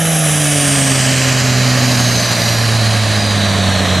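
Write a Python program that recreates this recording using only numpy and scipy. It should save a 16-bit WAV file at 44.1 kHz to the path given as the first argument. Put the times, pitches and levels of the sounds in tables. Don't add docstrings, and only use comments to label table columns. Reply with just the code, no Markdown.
import sys
import numpy as np
from scipy import signal
from scipy.fft import rfft, irfft
from scipy.io import wavfile

SR = 44100
rng = np.random.default_rng(int(sys.argv[2]) if len(sys.argv) > 2 else 0)


def to_wav(s):
    ch = np.atleast_2d(s).T
    pcm = np.round(np.clip(ch, -1, 1) * 32767)
    wavfile.write(sys.argv[1], SR, pcm.astype(np.int16))


N = 176400
TIME = np.arange(N) / SR


def amp(db):
    return 10 ** (np.asarray(db) / 20)


def unit(x):
    return x / np.sqrt(np.mean(x ** 2) + 1e-20)


def curve(table, t=TIME, column=1):
    columns = np.transpose(table)
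    return np.interp(t, columns[0], columns[column])


def colour(table, hz):
    points_hz, db = np.transpose(table)
    return np.interp(np.log(hz + 1e-6), np.log(points_hz), db)


def wander(rate_hz):
    hz = np.fft.rfftfreq(N, 1 / SR)
    return unit(irfft(rfft(rng.standard_normal(N)) * np.exp(-(hz / rate_hz) ** 2), N))


def phase(hz):
    return 2 * np.pi * np.cumsum(hz) / SR


def body_echoes(x, count=14, span_s=0.025, total_db=-11.5):
    arrival, polarity = rng.random((2, count))
    taps = np.zeros(int(span_s * SR) + 2)
    taps[1 + (arrival * span_s * SR).astype(int)] = amp(total_db) * np.sign(polarity - 0.5)
    return x + signal.oaconvolve(x, taps / np.sqrt(count))[:N]


# (time [s], delay [ms])
GROUND_LAG = [(0,.335),(.5,0.36),(1,.39),(1.5,0.43),(2.3,0.442),(3,0.43),(4,0.53)]
# (frequency [Hz], gain [dB])
GROUND_BOUNCE = [(500,-16.5),(1500,-14.5),(2600,-11.5),(4000,-3.5),(6000,-12.5),(12000,-34)]


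def ground_comb(hz, t, fade_db_per_s=1.3):
    lag_s = curve(GROUND_LAG, t) / 1000
    bounce = amp(colour(GROUND_BOUNCE, hz) - fade_db_per_s * t)
    return abs(1 + bounce * np.exp(-2j * np.pi * hz * lag_s))


# (time [s], blade tone [Hz], relative whistle level [dB])
TURBO = [(0,10900,-32),(.25,10510,-26),(.45,9990,-37),(.68,9430,-30),(1,8570,-32),(1.25,7900,-43),(1.42,7490,-37),(1.65,7025,-33),(1.78,6840,-36),(1.9,6680,-32),(2.27,6075,-24),(2.35,5960,-34),(2.5,5770,-29),(2.8,5390,-41),(3.08,5050,-39),(3.22,4895,-26),(3.4,4700,-34),(3.6,4485,-31),(4,4085,-28)]


def turbo_whistle(gain_db=0.5, octave_db=-27, flutter_hz=44.64):
    blades = phase(curve(TURBO) * (1 + 0.00138 * wander(flutter_hz)))
    flutter = unit(1 + 0.39 * wander(flutter_hz))
    level = amp(gain_db + curve(TURBO, column=2)) * flutter
    return np.sqrt(2) * level * (np.cos(blades) + amp(octave_db) * np.cos(2 * blades))


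# (pitch [x blade tone], width [Hz], peak time [s], spread [s], level [dB])
SQUEAL_BANDS = [(1.0,300,0.17,0.17,-24),(1.0,1800,0.13,0.19,-28),(.92,860,0.66,0.37,-23),(1.02,1800,0.71,0.49,-24.5),(.92,450,1.3,0.1,-31),(2.03,600,2.52,.17,-39)]


def turbo_squeal():
    out = np.zeros(N)
    for multiple, width_hz, peak_s, spread_s, db in SQUEAL_BANDS:
        carrier = phase(multiple * curve(TURBO))
        band = wander(width_hz / 2) * np.cos(carrier) + wander(width_hz / 2) * np.sin(carrier)
        swell = np.exp(-0.5 * ((TIME - peak_s) / spread_s) ** 2)
        out += amp(db) * swell * band
    return out


# (frequency [Hz], gain [dB])
STACK_COLOUR = [(15, -9.0), (43, -2.6), (80, 7.7), (130, 5.3), (185, 10.7), (290, 5.2), (350, -3.8),
                (420, 0.1), (500, -5.8), (550, 2.5), (680, 0.1), (780, -2.0), (930, -7.1), (1060, -2.0),
                (1230, -2.0), (1330, -5.1), (1480, -3.7), (1640, 1.4), (1800, 0.7), (1960, -1.6),
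                (2130, -4.3), (2520, -1.4), (2800, -4.7), (3040, -2.0), (3630, -6.0), (3930, -0.8),
                (4480, -7.4), (4850, -4.0), (5180, -10.6), (5660, -5.9), (6600, -5.1), (7900, -8.8),
                (9500, -9.1), (11700, -10.9), (13500, -15.9)]
# (frequency [x blade tone], gain [dB])
RUSH_COLOUR = [(0.3, 4.5), (0.55, 5.5), (0.8, 9), (1, 3.7), (1.15, 2.3), (1.5, -0.6), (1.75, -1.5), (2, -2),
               (2.3, -7.5), (3, -11.5)]
# (bass [Hz], low mids [Hz], rasp [Hz], treble [Hz])
ROAR_BANDS = (250, 700, 2600, 9000)
# (time [s], bass [dB], low mids [dB], rasp [dB], treble [dB])
ROAR_BALANCE = [(0, -9, 5, -1.5, -1), (0.5, -6.5, 3, 0.4, 1.5), (1.1, -3.5, 3, 3.5, -0.3),
                (1.5, -2.5, 4, 1.7, -0.7), (2.1, -1.5, 5.5, 1, 3.5), (2.6, -3.5, 4.9, -0.9, 2.5),
                (3.2, -4, 5, -1.5, 2.1), (3.6, -1, 7, -1.5, 2.6), (4, -1, 7.5, -2, 4)]
# (centre [Hz], width [Hz], gain [dB], fade time [s])
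FAR_HOLLOWS = [(990,150,-7.5,0.64),(4260,1200,-2.5,0.51)]


def exhaust_roar(firing, level_db=-16.5, puff_depth=0.043, flicker_db=0.72):
    frames = dict(fs=SR, nperseg=2048, noverlap=1536)
    hz, t, noise = signal.stft(rng.standard_normal(N), **frames)
    hz = hz[:, None]
    db = colour(STACK_COLOUR, hz) + colour(RUSH_COLOUR, hz / curve(TURBO, t))
    for band, selector in enumerate(np.eye(len(ROAR_BANDS))):
        share = colour(np.c_[ROAR_BANDS, selector], hz)
        db += share * curve(ROAR_BALANCE, t, column=band + 1)
    for centre_hz, width_hz, depth_db, fade_s in FAR_HOLLOWS:
        db += depth_db * np.exp(-((hz - centre_hz) / width_hz) ** 2 - (t / fade_s) ** 2)
    gas = signal.istft(noise * amp(db) * ground_comb(hz, t), **frames)[1][:N]
    gas = body_echoes(gas)
    puffs = 1 + puff_depth * np.cos(firing)
    flicker = amp(flicker_db * wander(rate_hz=55))
    return amp(level_db) * unit(gas * puffs * flicker)


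# (time [s], firing rate [Hz])
FIRING_RATE = [(0.0, 163.8), (0.12, 160.8), (0.28, 151.7), (0.5, 146.5), (1.01, 130.8), (1.18, 130.3),
               (1.5, 126.5), (1.75, 126.4), (2.17, 119.8), (2.52, 115.0), (2.68, 112.4), (2.74, 112.7),
               (2.97, 108.7), (3.48, 99.8), (3.52, 98.8), (4.0, 91.3)]


def firing_phase(jitter=0.0041):
    return phase(curve(FIRING_RATE) * (1 + jitter * wander(rate_hz=19)))


# (time [s], firing tone level [dB], octave level [dB])
DRONE_LEVELS = [(0,-16,-32),(.22,-15.5,-31),(.48,-17.5,-22),(.62,-18.5,-23),(.76,-17.5,-20),(1,-16.7,-23.5),(1.42,-16.3,-24.5),(1.6,-14,-23.5),(1.93,-16,-19.5),(2.1,-15.5,-25.5),(2.28,-21.5,-31.5),(2.5,-18,-29),(2.65,-14.5,-29),(2.97,-14.5,-26),(3.24,-18,-23),(3.45,-16.5,-21),(3.7,-17.5,-20.5),(3.85,-19,-26),(4,-17.5,-18.5)]
# (time [s], level [dB])
LOPE_LEVEL = [(0,-42),(1.2,-46),(1.9,-43),(2.15,-28.5),(2.5,-26),(2.7,-48),(4,-33)]
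# (order [x cycle rate], base level [dB])
ENGINE_ORDERS = [(4,-42.5),(18,-36),(20,-42),(22,-58),(24,-37),(26,-37),(30,-34.5),(36,-48)]
# (centre [Hz], half width [Hz], lift [dB])
PIPE_RESONANCES = [(574,12.6,8),(670,37,5.5),(427,19,4.5)]


def engine_drone(firing, order_fade_db_per_s=2.5, order_waver=0.29):
    out = amp(curve(DRONE_LEVELS)) * np.cos(firing)
    out += amp(curve(DRONE_LEVELS, column=2)) * np.cos(2 * firing)
    out += amp(curve(LOPE_LEVEL)) * np.cos(1.5 * firing)
    for order, db in ENGINE_ORDERS:
        multiple = order / 6
        hz = multiple * curve(FIRING_RATE)
        lift_db = sum(peak_db / (1 + ((hz - centre_hz) / half_width_hz) ** 2)
                      for centre_hz, half_width_hz, peak_db in PIPE_RESONANCES)
        level = amp(db + lift_db - order_fade_db_per_s * TIME)
        waver = 1 + order_waver * wander(rate_hz=5)
        out += level * waver * np.cos(multiple * firing)
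    return -np.sqrt(2) * out


# (frequency [Hz], gain [dB])
DIFFUSE_COLOUR = [(40,-20),(150,-22),(600,-19),(1400,-20.5),(3000,-18.5),(9500,-13),(11500,-21),(12500,-34)]
# (frequency [Hz], left minus right [dB])
STEREO_LEAN = [(60,-3.5),(130,-2.5),(280,-1.8),(620,-1.8),(1340,-1.2),(2920,-2.2),(6000,-0.9),(10000,-0.7),(12500,-0.5)]


def scene():
    hz = np.fft.rfftfreq(N, 1 / SR)
    firing = firing_phase()
    direct = rfft(engine_drone(firing) + exhaust_roar(firing) + turbo_whistle() + turbo_squeal())
    diffuse = amp(colour(DIFFUSE_COLOUR, hz)) * rfft(exhaust_roar(firing) + turbo_squeal())
    stereo = np.array([direct + diffuse, direct - diffuse])
    lean_db = colour(STEREO_LEAN, hz) / 2
    return irfft(stereo * amp([lean_db, -lean_db]), N)


def record(dry):
    lowpass = signal.firwin(511, cutoff=14100, window=("kaiser", 9), fs=SR)
    return signal.oaconvolve(dry, lowpass[None], "same")


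dry = scene()
out = record(dry)
to_wav(out)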